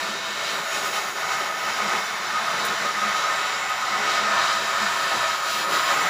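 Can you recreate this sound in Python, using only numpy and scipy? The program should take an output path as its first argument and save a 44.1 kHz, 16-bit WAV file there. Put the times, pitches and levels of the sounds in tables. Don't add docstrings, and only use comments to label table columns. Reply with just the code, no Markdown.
import sys
import numpy as np
from scipy import signal
from scipy.fft import rfft, irfft
from scipy.io import wavfile
from scipy.ndimage import uniform_filter1d

SR = 44100
rng = np.random.default_rng(int(sys.argv[2]) if len(sys.argv) > 2 else 0)


def volts_from_decibels(level):
    exponent = np.asarray(level, float) / 20
    return 10 ** exponent


def store_wav(level_fs):
    pcm = np.round(np.clip(np.atleast_2d(level_fs), -1, 1) * 32767)
    wavfile.write(sys.argv[1], SR, pcm.T.astype(np.int16))


N = 268877
HZ = np.fft.rfftfreq(N, 1 / SR)
TIME_S = np.arange(N) / SR

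# frequency in Hz, level in dB per Hz.
JET_SPECTRUM = [(25, -48), (55, -43), (85, -30.5), (180, -19), (450, -16.5), (700, -17), (1250, -13.5),
                (2300, -15), (4000, -16.5), (7600, -23), (8200, -34.5), (11000, -36.5), (13500, -43.5),
                (15000, -36)]
# start in seconds, length in seconds, level in dB.
PUFFS = [(0.028, 0.079, -42), (0.511, 0.13, -39), (0.744, 0.038, -48), (0.818, 0.038, -42),
         (1.393, 0.045, -40.5), (1.68, 0.032, -43), (1.825, 0.071, -40), (1.933, 0.056, -36),
         (2.534, 0.126, -40), (2.69, 0.056, -38), (2.804, 0.06, -36.5), (3.024, 0.061, -47),
         (3.937, 0.496, -42.5), (4.576, 0.077, -44), (4.827, 0.035, -47), (5.12, 0.06, -42),
         (5.575, 0.047, -39), (5.676, 0.12, -41.5), (5.914, 0.16, -37.5)]
# centre in seconds, change in dB, length in seconds.
LULLS = [
    (0.684, -8, 0.082),
    (1.597, -1, 0.091),
    (2.1, -1, 0.1),
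    (2.78, -4, .06),
    (3.795, -5, 0.15),
    (5.32, -4, 0.13),
]


def torch(controls, wander_db=0.6, flutter_db=0.6, eddy_db=1.1, puff_db=1.6):
    draught_db = follow((-58, 1.3, -0.2, 1.1, 0.5), controls)
    rumble_db = swells(PUFFS, follow((-44, -0.05, 0.06, 0.16, 0.14), controls), -0.5)
    for s, db, length_s in LULLS:
        rumble_db = rumble_db + db * np.exp(-(2 * (TIME_S - s) / length_s) ** 2)
    roar_db = follow((-27, 1.09, -0.14, 0.89, 0.03), controls)
    hiss_db = follow((-32, 0.85, 0.64, 0.33, 0.9), controls)
    sizzle_db = follow((-45.5, 0.08, 1.97, 0.1, 0.7), controls)
    zone_db = [draught_db, rumble_db, roar_db, hiss_db, sizzle_db]
    zone_edges_hz = (150, 500, 2500, 8000)

    spectrum_hz, spectrum_db = np.transpose(JET_SPECTRUM)
    jet_db = np.interp(np.log(HZ + 1), np.log(spectrum_hz), spectrum_db)
    gas = rfft(walls(rng.standard_normal(N))) * volts_from_decibels(jet_db + cabinet_db())
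    zones = np.zeros((len(zone_db), N))
    puffs_db = puff_db * walk(11)
    for hz in 31 * 2 ** np.arange(0, 9.5, 0.5):
        zone = np.searchsorted(zone_edges_hz, hz)
        band = irfft(gas * tent(hz, 0.51), N)
        band_db = wander_db * walk(3.14) + eddy_db * walk(14)
        if zone == 1:
            band_db = band_db + puffs_db
        zones[zone] += band * volts_from_decibels(band_db)
    all_flutter_db = flutter_db * walk(13)
    return sum(level(z) * volts_from_decibels(db + all_flutter_db) for z, db in zip(zones, zone_db))


# time in seconds, flame depth in the kerf in dB,
# nozzle aim out of the cabinet in dB.
HAND = [(0.0, -1.5, 0.0), (0.2, -4, -3.5), (0.9, -4, 1.1), (1.4, -1.7, 0.5), (2.2, -2.1, -1.5),
        (2.7, 0.9, -0.6), (3.3, 0.2, -1.5), (3.9, -1.7, -2), (4.3, 6.5, -0.8), (4.7, 1.76, 0.1),
        (5.3, 1.9, 0.6), (5.55, 1, 2), (6.1, 1.2, 2.5)]
# centre in seconds, flame change in dB, oxygen jet change in dB,
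# length in seconds.
SURGES = [(0.214, -1.5, 4, 0.28), (0.49, 3.5, 5.5, 0.27), (0.76, 3.5, 4.5, 0.101), (0.857, 4.5, 2.5, 0.062),
          (0.965, 4.5, 4.5, 0.078), (1.139, -5, -2.5, 0.071), (1.279, 3, -1.8, 0.23),
          (1.322, 3.5, 2, 0.057), (1.453, 2.3, -0.5, 0.12), (1.53, -2.5, -3.5, 0.11),
          (1.697, 4.5, 0, 0.047), (1.8, 5.5, 0, 0.066), (1.93, 4.5, 1, 0.14), (2.769, -2.5, -0.5, 0.079),
          (2.926, -3, -1, 0.13), (3.194, -0.5, 2.5, 0.091), (3.403, -0.0, 2.0, 0.22),
          (3.894, 2.1, 1.5, 0.12), (4.131, -1, 3, 0.14), (4.296, -4, -2.5, 0.16), (4.589, -4, 0.3, 0.15),
          (5.002, -3, -0.5, 0.12), (5.41, -3.5, -3, 0.13), (5.541, -2.8, 2, 0.16), (5.67, -2.5, -5, 0.066),
          (5.752, 3.5, 1.5, 0.066), (5.909, 3.5, 2, 0.07), (6.064, 3, -2, 0.25)]


def drive():
    s, depth_db, aim_db = np.transpose(HAND)
    hand = [np.interp(TIME_S, s, db) for db in (depth_db, aim_db)]
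    centre_s, flame_db, jet_db, length_s = np.transpose(SURGES)
    coarse_s = TIME_S[::64]
    bells = np.exp(-(2 * (coarse_s[:, None] - centre_s) / length_s) ** 2)
    surges = [np.interp(TIME_S, coarse_s, bells @ db) for db in (flame_db, jet_db)]
    return np.array(hand + surges)


def follow(layer, controls):
    return layer[0] + np.array(layer[1:]) @ controls


def swells(rows, bed_db, trim_db, edge_s=0.01):
    power = np.zeros(N)
    for s, length_s, db in rows:
        power[int(s * SR):int((s + length_s) * SR)] = volts_from_decibels(2 * (db + trim_db))
    edge = int(edge_s * SR)
    power = uniform_filter1d(uniform_filter1d(power, edge), edge)
    return 10 * np.log10(np.maximum(power, 0) + volts_from_decibels(2 * bed_db))


def level(x):
    return x / np.sqrt(np.mean(x ** 2))


def walk(rate_hz):
    hold = int(SR / rate_hz)
    steps = np.repeat(rng.standard_normal(N // hold + 1), hold)
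    return 0.66 * uniform_filter1d(uniform_filter1d(steps, hold), hold)[:N]


def tent(hz, octaves):
    distance = np.log2((HZ + 1) / hz) / octaves
    return np.cos(np.pi / 2 * np.clip(distance, -1, 1)) ** 2


# frequency in Hz, width in Hz, lift in dB (dips negative).
CABINET_MODES = [(258, 30, -11), (85, 14, 5), (397, 16, 5), (570, 35, 6), (625, 40, -6), (653, 12, 7),
                 (805, 20, 4), (830, 20, -7), (960, 25, 3), (1077, 13, 9), (1110, 30, -3), (1310, 16, 8),
                 (1443, 18, 4), (1490, 28, 3), (1530, 22, -5), (1675, 70, -7), (1760, 20, 5), (1797, 16, 7),
                 (1880, 70, -5), (1962, 26, 4), (2080, 50, -6), (2330, 220, -5), (2589, 60, 4),
                 (3070, 140, 3), (3400, 100, -2), (4550, 120, -3), (4830, 90, 2), (5950, 200, 3),
                 (6230, 380, -5), (9240, 400, 2)]


def cabinet_db():
    return sum(db / (1 + (2 * (HZ - hz) / width_hz) ** 2) for hz, width_hz, db in CABINET_MODES)


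def walls(x, count=4, t60_s=0.18, echo_db=-7.5, hand_rate_hz=1.163):
    tail_s = TIME_S[:SR // 4]
    echoes = rng.standard_normal((count, len(tail_s))) * volts_from_decibels(-60 * tail_s / t60_s)
    echoes /= np.linalg.norm(echoes, axis=1, keepdims=True)
    shares = np.array([walk(hand_rate_hz) for _ in echoes])
    shares /= np.linalg.norm(shares, axis=0)
    reflected = sum(share * signal.oaconvolve(x, echo)[:N] for share, echo in zip(shares, echoes))
    return x + volts_from_decibels(echo_db) * reflected


# start in seconds, length in seconds, level in dB.
PANEL_SWELLS = [(0.742, 0.055, -31), (0.846, 0.032, -34), (0.954, 0.047, -30), (1.251, 0.091, -27.5),
                (1.395, 0.071, -27.5), (1.487, 0.026, -26), (1.568, 0.16, -30), (1.788, 0.2, -28.5),
                (2.285, 0.12, -25.5), (2.454, 0.064, -29), (2.568, 0.03, -22), (2.67, 0.072, -32),
                (2.846, 0.067, -26), (2.953, 0.39, -25.5), (3.366, 0.1, -28), (3.51, 0.078, -31),
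                (3.69, 0.044, -27), (3.815, 0.053, -29), (3.921, 0.062, -27), (4.057, 0.52, -25.5),
                (4.679, 0.17, -29.5), (4.887, 0.062, -35), (4.985, 0.064, -25.5), (5.12, 0.25, -31),
                (5.41, 0.29, -29.5), (5.755, 0.33, -39)]
# start in seconds, length in seconds, level in dB.
THRUMS = [(0.02, 0.12, -42.5), (1.662, 0.04, -50), (1.812, 0.063, -39), (1.94, 0.04, -54),
          (2.405, 0.045, -45.5), (2.796, 0.046, -45), (2.961, 0.15, -42), (3.913, 0.12, -39),
          (4.173, 0.192, -42), (4.552, 0.071, -41), (4.815, 0.044, -39), (5.547, 0.027, -47),
          (5.911, 0.042, -47)]
# frequency in Hz, width in Hz.
TURN_MODES = [
    (2190, 67),
    (3825, 330),
]
# time in seconds, frequency in Hz, level in dB.
KERF_WHISTLE = [
    (0, 7100, -63),
    (0.551, 7100, -59),
    (0.699, 6720, -42),
    (2.2, 6720, -51),
    (2.9, 7150, -67.5),
    (3.6, 7100, -43),
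    (4.5, 6900, -64),
    (4.849, 7250, -54),
    (5.401, 7000, -46),
    (6.1, 7250, -42),
]


def ringing(controls):
    panel_db = swells(PANEL_SWELLS, follow((-36, 0.76, 1.9, 0.8, -0.5), controls), -2.5)
    out = resonance(1246, 15, panel_db - 3.5) + resonance(1265, 15, panel_db - 2.5)
    out += resonance(209, 20, swells(THRUMS, -59, -2.3))
    turn_layers = [(-42.5, 0.28, 0.6, 1, 0.61), (-42.5, 1.2, 0.14, 0.1, 1.7)]
    for (hz, width_hz), layer in zip(TURN_MODES, turn_layers):
        out += resonance(hz, width_hz, follow(layer, controls) + 1.9 * walk(4.56))
    s, hz, db = np.transpose(KERF_WHISTLE)
    return out + resonance(np.interp(TIME_S, s, hz), 290, np.interp(TIME_S, s, db))


def resonance(hz, width_hz, db):
    pole = np.exp(-np.pi * width_hz / SR)
    swing = rng.standard_normal((2, N))
    for _ in range(2):
        swing = signal.lfilter([1], [1, -pole], swing)
    swing /= np.sqrt(np.hypot(*swing))
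    phase = 2 * np.pi * np.cumsum(hz * np.ones(N)) / SR
    return level(swing[0] * np.cos(phase) + swing[1] * np.sin(phase)) * volts_from_decibels(db)


# start in seconds, peak in dB, length in milliseconds.
SPITS = [
    (2.6505, -24.5, 28),
    (3.694, -34, 24),
]


def slag(low_hz=3000, trim_db=-10):
    gate = np.zeros(N)
    for s, db, length_ms in SPITS:
        age_ms = 1000 * (TIME_S - s)
        fizz = (age_ms > 0) * np.exp(-(np.clip(age_ms, 0, 200) / length_ms) ** 4)
        crack = 1.3 * np.exp(-np.abs(age_ms) / 3.5)
        gate += volts_from_decibels(db + trim_db) * fizz * (1 + crack)
    highpass = signal.butter(2, low_hz, "high", fs=SR, output="sos")
    return signal.sosfilt(highpass, gate * rng.standard_normal(N))


# time in seconds, centre in Hz.
TREBLE_PATCHES = [(1.018, 8600), (1.735, 5150), (1.737, 11700), (1.741, 14500), (2.064, 6900),
                  (2.066, 13100), (2.271, 5700), (2.443, 11700), (2.595, 5700), (2.6, 7550), (3.086, 10350),
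                  (3.249, 10300), (3.251, 5700), (3.551, 4950), (4.109, 7550), (4.826, 4700)]


def patches(bass_count=40, spread=0.097, treble_db=-56, bass_db=-58):
    hop, first = 1024, 920
    bands = []
    spectrum_hz, spectrum_db = np.transpose(JET_SPECTRUM)
    for s, hz in TREBLE_PATCHES:
        band_db = np.interp(hz, spectrum_hz, spectrum_db) + 10 * np.log10(2 * spread * hz)
        bands.append((s, hz * (1 - spread), hz * (1 + spread), treble_db + band_db))
    for when, low in rng.random((bass_count, 2)):
        offset_hz = 400 * low ** 2
        bands.append((0.05 + 6 * when, 40 + offset_hz, 130 + offset_hz, bass_db - 18 * (1 - low)))

    side = np.zeros(N + 2 * hop)
    burst_hz = np.fft.rfftfreq(2 * hop, 1 / SR)
    for s, low_hz, high_hz, db in bands:
        inside = (burst_hz > low_hz) * (burst_hz < high_hz)
        burst = level(irfft(rfft(rng.standard_normal(2 * hop)) * inside))
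        start = first + hop * (round((s * SR - first) / hop) - 1)
        side[start:start + 2 * hop] += volts_from_decibels(db + 3.5) * burst * np.hanning(2 * hop)
    return np.array([side[:N], -side[:N]])


def scene():
    controls = drive()
    return np.tile(torch(controls) + ringing(controls) + slag(), (2, 1))


def top_cut(x):
    return signal.sosfilt(signal.butter(12, 16810, fs=SR, output="sos"), x)


def record(dry):
    round_gain, top_hz = 1.2, 15500
    rounded = np.tanh(round_gain * dry) / round_gain
    dulled = irfft(rfft(rounded) * (HZ < top_hz), N)
    return top_cut(dulled + patches())


dry = scene()
out = record(dry)
store_wav(out)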